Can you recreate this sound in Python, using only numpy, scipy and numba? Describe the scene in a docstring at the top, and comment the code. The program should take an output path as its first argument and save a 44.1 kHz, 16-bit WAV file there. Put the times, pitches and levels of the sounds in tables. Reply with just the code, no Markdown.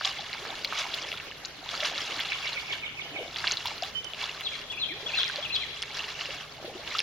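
"""Drops smack the water at once, spray fizzes and air pockets burst as a swimmer strokes on the spot
in a garden pool, heard from across the lawn; three birds sing and a pump hums over far rumble.
Drops and air pockets are damped sines of rising pitch, foam and garden air are banded noise.
Bird notes are gliding near-sines with scattered echoes; the pump is a set of wavering hum lines."""
import sys
import numpy as np
from scipy import signal
from scipy.io import wavfile
from numba import njit

SR = 44100
rng = np.random.default_rng(int(sys.argv[2]) if len(sys.argv) > 2 else 0)


def pcm_store(signal):
    """Save signal as 16-bit PCM."""
    levels = np.round(np.clip(np.atleast_2d(signal), -1, 1) * 32767)
    wavfile.write(sys.argv[1], SR, levels.astype(np.int16).T)


N = 309582

# Table levels are relative: the functions add their own gains.
# Drops and slaps on the surface: (time [s], peak level [dB], starting pitch [Hz])
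SLAPS = [(0.0113, -22, 1510), (0.0486, -11.5, 3640), (0.2089, -24, 3860), (0.3298, -21, 3940),
         (0.337, -24, 2020), (0.4518, -26, 1220), (0.504, -24, 3460), (0.5541, -26.5, 3900),
         (0.637, -30, 4300), (0.6468, -13, 3994), (0.725, -18.5, 1230), (0.7791, -23, 4700),
         (0.7913, -25, 2540), (0.9403, -16.5, 3360), (1.0207, -24, 4940), (1.1175, -19.5, 2620),
         (1.1747, -25, 3160), (1.2, -25.5, 2470), (1.3132, -28, 2840), (1.4496, -21.5, 4030),
         (1.456, -25, 4500), (1.6903, -19.5, 3370), (1.7128, -26, 3420), (1.7407, -24, 1250),
         (1.8043, -17.5, 3250), (1.832, -18.5, 2000), (1.8477, -18, 3050), (1.9458, -25, 3190),
         (1.979, -17, 3660), (2.1259, -27, 3080), (2.1929, -20.5, 1980), (2.2015, -18, 3200),
         (2.2068, -17.5, 3180), (2.2495, -24, 2780), (2.3202, -16, 2330), (2.331, -22, 3380),
         (2.476, -21.5, 3600), (2.489, -27, 2900), (2.7317, -24, 3300), (3.3605, -19.5, 3100),
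         (3.4421, -16.5, 1560), (3.4708, -11.5, 2950), (3.4755, -15, 3740), (3.5124, -12, 4160),
         (3.5299, -22, 2750), (3.571, -17, 3750), (3.6571, -19, 3280), (3.6717, -18.5, 4040),
         (3.7798, -27, 3980), (3.8232, -20, 4650), (3.8346, -19.5, 3460), (4.0447, -27, 5530),
         (4.135, -20.5, 3000), (4.2148, -20, 2780), (4.4092, -22, 2960), (5.162, -22, 2440),
         (5.232, -12, 3340), (5.2799, -21.5, 4820), (5.3592, -19, 4230), (5.5544, -16, 3800),
         (5.8207, -21, 4900), (5.8258, -17.5, 3120), (6.041, -23.5, 2900), (6.2103, -22, 2880),
         (6.256, -23, 2620), (6.306, -22.5, 2620), (6.8753, -24, 2780), (6.986, -15, 4770),
         (6.9912, -10.5, 3370)]
# Large bubbles bursting: (time [s], peak level [dB], starting pitch [Hz])
BURSTS = [(0.191, -32.5, 750), (0.42, -40, 380), (0.465, -37, 425), (0.525, -33, 830), (0.853, -31.5, 900),
          (1.58, -46, 274), (1.627, -39, 680), (1.66, -36, 860), (1.73, -38, 637), (1.826, -31, 593),
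          (1.914, -35, 676), (3.113, -42, 268), (3.145, -44, 613), (3.179, -43, 514), (3.206, -32.5, 440),
          (3.654, -26, 883), (3.714, -34, 810), (3.824, -25.5, 672), (4.232, -29.5, 933),
          (5.186, -27, 1440), (5.298, -25, 1470), (5.383, -32, 535), (6.287, -38, 500), (6.64, -39, 328),
          (6.677, -35, 446), (6.75, -35, 345), (6.95, -24, 1180)]
# Air pockets that whoop far upward as they open: (time [s], peak level [dB], starting pitch [Hz])
WHOOPS = [(.492, -35.5, 594), (.863, -31, 690), (1.045, -34, 715), (1.138, -33, 935), (1.303, -37, 844),
          (4.898, -38, 270), (5.022, -39.5, 325)]
# Hard, bright snaps of water on water: (time [s], peak level [dB])
SNAPS = [(0.6464, -32), (0.7282, -40), (0.945, -33), (1.7968, -40), (2.1979, -33), (2.7312, -41),
         (3.657, -29), (3.8357, -37), (4.407, -35), (6.9735, -41)]
# Strokes and kicks that keep the water stirred: (time [s], hold [s], spray level [dB])
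STROKES = [(0.05, 0.54, -46.5), (.7, 0.47, -46.5), (1.721, 0.82, -42.5), (3.38, 0.35, -47),
           (4.2, 0.37, -48.5), (5.12, 0.32, -45.5), (5.6, 0.37, -51.5), (5.9, 0.51, -49),
           (6.92, 0.064, -41)]
STROKE_RISE_DB_PER_S, STROKE_FALL_DB_PER_S = 113, 108
# Sheets of thrown water falling back: (time [s], spray level [dB])
SHEETS = [(0.073, -35), (.19, -48), (0.796, -34), (.96, -41.5), (1.857, -34), (2.018, -39.5), (2.2, -44),
          (2.326, -52), (2.62, -45.5), (2.735, -41), (3.392, -41.5), (3.46, -41), (3.52, -38),
          (3.68, -41.5), (3.859, -43.5), (4.23, -38), (5.192, -38.5), (5.56, -45.5), (5.979, -39),
          (6.095, -42), (6.221, -41.5), (6.345, -45), (6.99, -44.5)]
SHEET_RISE_DB_PER_S, SHEET_FALL_DB_PER_S = 222, 208
CALM_DB = -58  # spray between strokes
# Runs of air pockets rising: (time [s], hold [s], level [dB])
GURGLES = [(.46, 0.17, -50), (.92, 0.21, -51), (1.77, 0.25, -49), (2.1, 0.054, -48), (3.14, 0.11, -44),
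           (4.88, 0.26, -52.5), (6.64, 0.13, -46)]
GURGLE_RISE_DB_PER_S, GURGLE_FALL_DB_PER_S, GURGLE_CALM_DB = 195, 125, -58
# Spectrum of the foam, also the colour of the fine bubbles: (frequency [Hz], level [dB per Hz])
SPRAY_SPECTRUM = [(300, -19), (500, -3), (800, 4), (1500, 1), (2900, 6.5), (4200, 3), (6300, -6),
                  (7400, -8), (9100, -20), (15500, -24.5)]
# Phrase of five notes, bird on the left; each note: (time in phrase [s], pitch [Hz], level [dB])
LEFT_PHRASE = [
    [(.003, 3160, -1), (.011, 3384, 0.5), (.024, 3490, -4)],
    [(.024, 3054, 1), (.035, 2654, -3.5), (.052, 2280, -6)],
    [(.076, 2300, -3), (.089, 2703, 0.5), (.101, 2840, -6)],
    [(.099, 4053, 1), (.121, 4114, 4.5), (.134, 3520, 4.5), (.154, 3020, 11.5)],
    [(.188, 2468, -6), (.202, 2390, -0.5), (.215, 2086, -7.5), (.24, 1660, -9)],
]
# Phrases of the left bird, the first lacking its three opening notes: (time [s], level [dB])
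LEFT_SONGS = [(4.33, -31.5), (4.695, -29), (5.057, -26.5), (5.422, -28)]
# Slur down and quick chip, bird on the right; each note: (time in phrase [s], pitch [Hz], level [dB])
RIGHT_PHRASE = [
    [(0, 2617, 6), (.016, 2505, 3.5), (.026, 2250, 7), (.042, 2070, -2)],
    [(.03, 3700, -6), (.045, 3550, 5), (.051, 2934, 8), (.059, 2500, 2)],
]
# Phrases of the right bird: (time [s], level [dB])
RIGHT_SONGS = [(2.298, -36), (2.424, -38), (2.551, -35.5), (2.678, -35.5), (2.815, -35.5), (2.97, -37),
               (3.14, -38)]
# Plain whistles of a farther bird:
# (time [s], length [s], first pitch [Hz], last pitch [Hz], first level [dB])
WHISTLES = [(3.02, 0.25, 3030, 3015, -52), (3.943, 0.057, 3060, 3050, -42),
            (4.034, 0.052, 3040, 2995, -45.5)]
WHISTLE_FADE_DB = 4  # over each note
# Hum lines of the pump: (frequency [Hz], level [dB])
HUM_LINES = [(150.5, -2), (118.4, -10), (238.8, -9), (418.4, -1)]
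# Course of the pump and low rumble: (time [s], level [dB])
PUMP_COURSE = [(0, -59), (2, -60), (3, -56), (6.4, -57), (7.02, -59)]
# Spectrum of the garden air: (frequency [Hz], level [dB per Hz])
GARDEN_SPECTRUM = [(40, -6), (133, -6), (284, -7.5), (425, -5), (710, -6), (1730, -8), (3300, -6),
                   (6660, -17.5), (9200, -18), (15800, -43)]
GARDEN_DB = -45
# Likeness of left and right noise: (frequency [Hz], correlation [-1 to 1])
LIKENESS = [(28, 0.25), (60, 0.9), (200, 0.57), (1650, 0.64), (5000, -0.37), (9000, -0.43), (15000, -0.55)]
# Balance of the two sides: (frequency [Hz], left minus right [dB])
TILT = [(30, 3.5), (120, 0), (700, -0.3), (2000, -3.5), (5000, 3), (9000, 5.5), (15000, -20)]
CUTOFF_HZ = 15850


def water():
    """Superposition: foam hiss, swarms of bubbles and single smacks add as independent sources."""
    spray_db, gurgle_db = stirring()
    foam = amp(spray_db - 3.0) * banded_noise(SPRAY_SPECTRUM, patchy_db=1.0)
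    fizz = swarm(spray_db + 3.0, 917, 8380, 2600, 9.2, 1.8, 3.2, 0.067, SPRAY_SPECTRUM, count=30000)
    plinks = swarm(spray_db + 2.5, 570.8, 5180, 500, 29.6, 4.4, 1.2, 0.048, SPRAY_SPECTRUM, count=5000)
    gurgle_colour = [(200, -8.0), (1000, -2.0)]  # (frequency [Hz], level [dB])
    gurgle = swarm(gurgle_db - 0.8, 202.4, 796, 400, 12.9, 4.0, 0.68, 0.06, gurgle_colour, count=2000)
    smacks = struck(SLAPS, lift_db=7.0, cycles=8.04, taper=0.57, rise=0.035,
                    after_s=.012, after_db=9.5, count=5)
    bursts = struck(BURSTS, lift_db=7.0, cycles=29.0, taper=0, rise=0.071,
                    after_s=0, after_db=0, count=1)
    whoops = struck(WHOOPS, lift_db=3.5, cycles=25.0, taper=-0.8, rise=0.39,
                    after_s=0, after_db=0, count=1)
    snaps = cracks(SNAPS, level_db=-3.5, low_hz=5500, t60=0.023)
    drops = fizz + plinks + gurgle + smacks + bursts + whoops + snaps
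    # the pool wall and the rippled surface smear every drop a little
    smear = amp(-10.5) * scattered(drops, t60=0.03, first=.0013, channels=1)
    return foam + drops + smear


def stirring():
    """Addition of power: strokes and sheets over a calm floor make the spray level in dB;
    air-pocket runs over another floor make the gurgle level."""
    s, db = np.transpose(SHEETS)
    strokes = swell(*np.transpose(STROKES), STROKE_RISE_DB_PER_S, STROKE_FALL_DB_PER_S)
    sheets = swell(s, 0, db, SHEET_RISE_DB_PER_S, SHEET_FALL_DB_PER_S)
    spray = strokes + sheets + amp(CALM_DB) ** 2
    gurgle = swell(*np.transpose(GURGLES), GURGLE_RISE_DB_PER_S, GURGLE_FALL_DB_PER_S)
    gurgle = gurgle + amp(GURGLE_CALM_DB) ** 2
    return 10 * np.log10(spray), 10 * np.log10(gurgle)


def swell(s, held_s, db, rise, fall):
    """Exponential growth and decay: powers that rise, hold and fall in straight dB ramps add up."""
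    t = np.arange(0, N / SR + .002, .001)[:, None]
    before = np.maximum(s - t, 0)
    after = np.maximum(t - s - held_s, 0)
    power = amp(db - rise * before - fall * after) ** 2
    return np.interp(np.arange(N) / SR, t[:, 0], power.sum(1))


def swarm(level_db, low_hz, high_hz, per_s, cycles, uneven_db, clump_db, rise, colour, count):
    """Random births: bubbles clump in time and spread in log pitch, a few far stronger than most."""
    u = rng.random((count, 5))
    at = (u[:, 0] * N).astype(int)
    # per_s is the nominal birth rate, ahead of the clumping; count candidates are drawn
    chance = per_s * N / SR / count * amp(clump_db * drift(14))
    born = u[:, 1] < chance[at]
    hz = low_hz * (high_hz / low_hz) ** u[:, 2]
    strength_db = uneven_db * np.minimum(-np.log(u[:, 3]), 3.0)
    size = born * amp(strength_db + at_hz(colour, hz)) * hz
    x = bubbles(u[:, 0] * N / SR, size, hz, cycles * (.5 + u[:, 4]), rise, onset=1.96, spread_db=1.0)
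    return amp(level_db) * rms_one(x)


def struck(table, lift_db, cycles, taper, rise, after_s, after_db, count):
    """Impact resonance: each listed bubble leads a crown of count - 1 weaker ones at other pitches.

    cycles holds at 1 kHz and scales as pitch to the power taper."""
    s, peak_db, hz = np.transpose(table)[:, :, None]
    follower = np.arange(count) > 0  # the first is the listed one
    u = rng.random((len(table), count, 4)) * follower[:, None]
    s = np.minimum(s + after_s * u[..., 0], (N - 1) / SR)
    hz = hz * 2.1 ** (u[..., 1] - u[..., 2])
    size = amp(peak_db + lift_db - after_db * (u[..., 3] + 0.5 * follower))
    ringing = cycles * (hz.ravel() / 1000) ** taper
    return bubbles(s.ravel(), size.ravel(), hz.ravel(), ringing, rise, onset=4.12, spread_db=1.5)


def bubbles(s, size, hz, cycles, rise, onset, spread_db):
    """Level difference between the sides: each bubble lies a little left or right over the pool."""
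    out = np.zeros((2, N))
    pan_db = at_hz(TILT, hz) + spread_db * rng.standard_normal(len(s))
    add_bubbles(out, (s * SR).astype(np.int64), size, hz / SR, np.maximum(cycles, 1.5), rise, onset,
                amp(pan_db / 2), amp(-pan_db / 2))
    return out


@njit
def add_bubbles(out, at, size, step, cycles, rise, onset, left, right):
    """Damped oscillation: a soft-started sine whose pitch climbs as the bubble nears the surface."""
    for k in np.flatnonzero(size):
        phase = 0.0
        fall = np.log(1000) * step[k] / cycles[k]  # 60 dB down after this many starting periods
        for i in range(min(int(6 / fall), out.shape[1] - at[k])):
            soft_start = (1 - np.exp(-onset * fall * i)) ** 2
            v = size[k] * np.sin(phase) * np.exp(-fall * i) * soft_start
            out[0, at[k] + i] += left[k] * v
            out[1, at[k] + i] += right[k] * v
            phase += 2 * np.pi * step[k] * (1 + rise * fall * i)


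def cracks(table, level_db, low_hz, t60):
    """Impulsive excitation: short bright spits of noise with exponential decay."""
    s, peak_db = np.transpose(table)
    clicks = np.zeros(N)
    clicks[(s * SR).astype(int)] = amp(peak_db + level_db)
    envelope = signal.lfilter([1], [1, -amp(-60 / (t60 * SR))], clicks + 1e-18)
    spit = envelope * rng.standard_normal((2, N))
    return signal.sosfilt(signal.butter(2, low_hz, "high", fs=SR, output="sos"), spit)


def birds():
    """Spatial separation: three singers differ in side, arrival lag and share of echo."""
    whistles = [[(s, first_hz, db), (s + length, last_hz, db - WHISTLE_FADE_DB)]
                for s, length, first_hz, last_hz, db in WHISTLES]
    left = sing(LEFT_PHRASE[3:], LEFT_SONGS[:1]) + sing(LEFT_PHRASE, LEFT_SONGS[1:])
    right = sing(RIGHT_PHRASE, RIGHT_SONGS)
    far = sing(whistles, [(0.00053, 0)])  # sung once, 0.53 ms after the listed times
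    return (among_trees(left, pan_db=3.5, lag=3.63, echo_db=-2.5, t60=0.84)
            + among_trees(right, pan_db=-4.5, lag=-6.5, echo_db=-2.0, t60=0.57)
            + among_trees(far, pan_db=-25.5, lag=-7.0, echo_db=7.5, t60=0.19))


def sing(notes, songs):
    """Frequency modulation: near-sine notes glide, with soft ends, once for each (start, level)."""
    out = np.zeros(N)
    waver = 0.4 * drift(71)  # radians; the long path through moving air roughens the pitch
    for start, level_db in songs:
        for note in notes:
            s, hz, db = np.transpose(note)
            t = np.arange(s[0], s[-1], 1 / SR)
            at = round((start + s[0]) * SR)
            phase = 2 * np.pi * np.cumsum(np.interp(t, s, hz)) / SR
            tone = np.sin(phase + waver[at:at + len(t)])
            gain = amp(level_db + np.interp(t, s, db))
            out[at:at + len(t)] += gain * tone * signal.windows.tukey(len(t), .3)
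    return out * amp(2.5 * drift(120))  # stirring air and leaves make the notes flutter


def among_trees(song, pan_db, lag, echo_db, t60):
    """Interaural delay and scattering: the right side hears the bird lag samples later (earlier if
    negative); trunks and walls scatter it back from all round."""
    # near leaves blur the notes
    blur = amp(-8.0) * scattered(song[None], t60=0.04, first=.0005, channels=1)[0]
    song = amp(-3.5) * (song + blur)
    late = np.interp(np.arange(N) - lag, np.arange(N), song)
    direct = np.array([amp(pan_db / 2) * song, amp(-pan_db / 2) * late])
    echo_gain = amp(echo_db + 2.8 * np.array([drift(40), drift(42)]))
    return direct + echo_gain * scattered(song[None], t60, first=0.0016, channels=2)


def pump():
    """Line spectrum over broadband noise: wavering hum and low rumble share one level course."""
    t = np.arange(N) / SR
    hum = 0
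    for hz, db in HUM_LINES:
        level = np.sqrt(2) * amp(db + 1.2 * drift(0.98))
        hum = hum + level * np.sin(2 * np.pi * hz * t + (hz / 600) ** 2 * drift(6.6))
    rumble_spectrum = [(25, -30), (62, 5.0), (110, 0.5), (200, -15.0), (400, -45)]  # ([Hz], [dB per Hz])
    rumble = banded_noise(rumble_spectrum, patchy_db=2.0)
    course = amp(np.interp(t, *np.transpose(PUMP_COURSE)))
    return course * (amp(-3.0) * hum + amp(-4.5) * rumble)


def garden_air():
    """Broadband ambience: shaped noise whose bands flicker in level."""
    return amp(GARDEN_DB) * banded_noise(GARDEN_SPECTRUM, patchy_db=3.0)


def banded_noise(spectrum, patchy_db):
    """Partial coherence: half-octave noise bands with own level, flicker and likeness; rms 1."""
    out, together = 0, drift(9)
    edges = 24 * 2 ** np.arange(0, 9.6, .5)
    white = rng.standard_normal((2, 2, N))  # neighbouring bands draw on different noise
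    sides = np.array([[1], [-1]])
    for k, (low, high) in enumerate(zip(edges, edges[1:])):
        band = signal.butter(2, [low, high], "band", fs=SR, output="sos")
        mid, side = signal.sosfilt(band, white[k % 2])
        hz = np.sqrt(low * high)
        alike = np.clip(at_hz(LIKENESS, hz), -1, 1)
        gain = amp(at_hz(spectrum, hz) + patchy_db * (0.4 * together + drift(22)))
        stereo = np.sqrt(1 + alike) * mid + np.sqrt(1 - alike) * side * sides
        out = out + gain * stereo * amp(at_hz(TILT, hz) / 2 * sides)
    return rms_one(out)


def scattered(x, t60, first, channels):
    """Diffuse reflection: dense decaying echoes of equal energy, one pattern for both sides or two."""
    t = np.arange(round(.6 * SR)) / SR
    shape = (channels, len(t))
    taps = rng.standard_normal(shape) * (rng.random(shape) < .06) * amp(-60 * t / t60) * (t > first)
    taps = taps / np.sqrt(np.sum(taps ** 2, 1, keepdims=True))
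    return signal.fftconvolve(x, taps, axes=1)[:, :N]


def drift(rate):
    """Low-passed chance: noise at every 40th sample through two poles at rate Hz; rms 1."""
    r = np.exp(-80 * np.pi * rate / SR)
    slow = signal.lfilter([1], [1, -2 * r, r * r], rng.standard_normal(N // 40 + 2002))[2000:]
    return np.interp(np.arange(N) / 40, np.arange(len(slow)), rms_one(slow))


def at_hz(points, hz):
    """Logarithmic frequency scale: a spectrum is read between its points."""
    f, value = np.array(points).T[:2]
    return np.interp(np.log(hz), np.log(f), value)


def rms_one(x):
    """Effective value: the signal is scaled to rms 1."""
    return x / np.sqrt(np.mean(x ** 2) + 1e-20)


def amp(db):
    """Decibel law: dB to amplitude gain."""
    return 10 ** (np.asarray(db) / 20)


def scene():
    """Superposition of water, birds, pump and garden air."""
    return water() + birds() + pump() + garden_air()


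def record(dry):
    """Linear filtering: a deep, narrow dip near 8 kHz; the top is cut."""
    dry = signal.lfilter(*signal.iirnotch(8250, 3.0, SR), dry)
    return signal.sosfilt(signal.ellip(12, .5, 70, CUTOFF_HZ, fs=SR, output="sos"), dry)


dry = scene()
out = record(dry)
pcm_store(out)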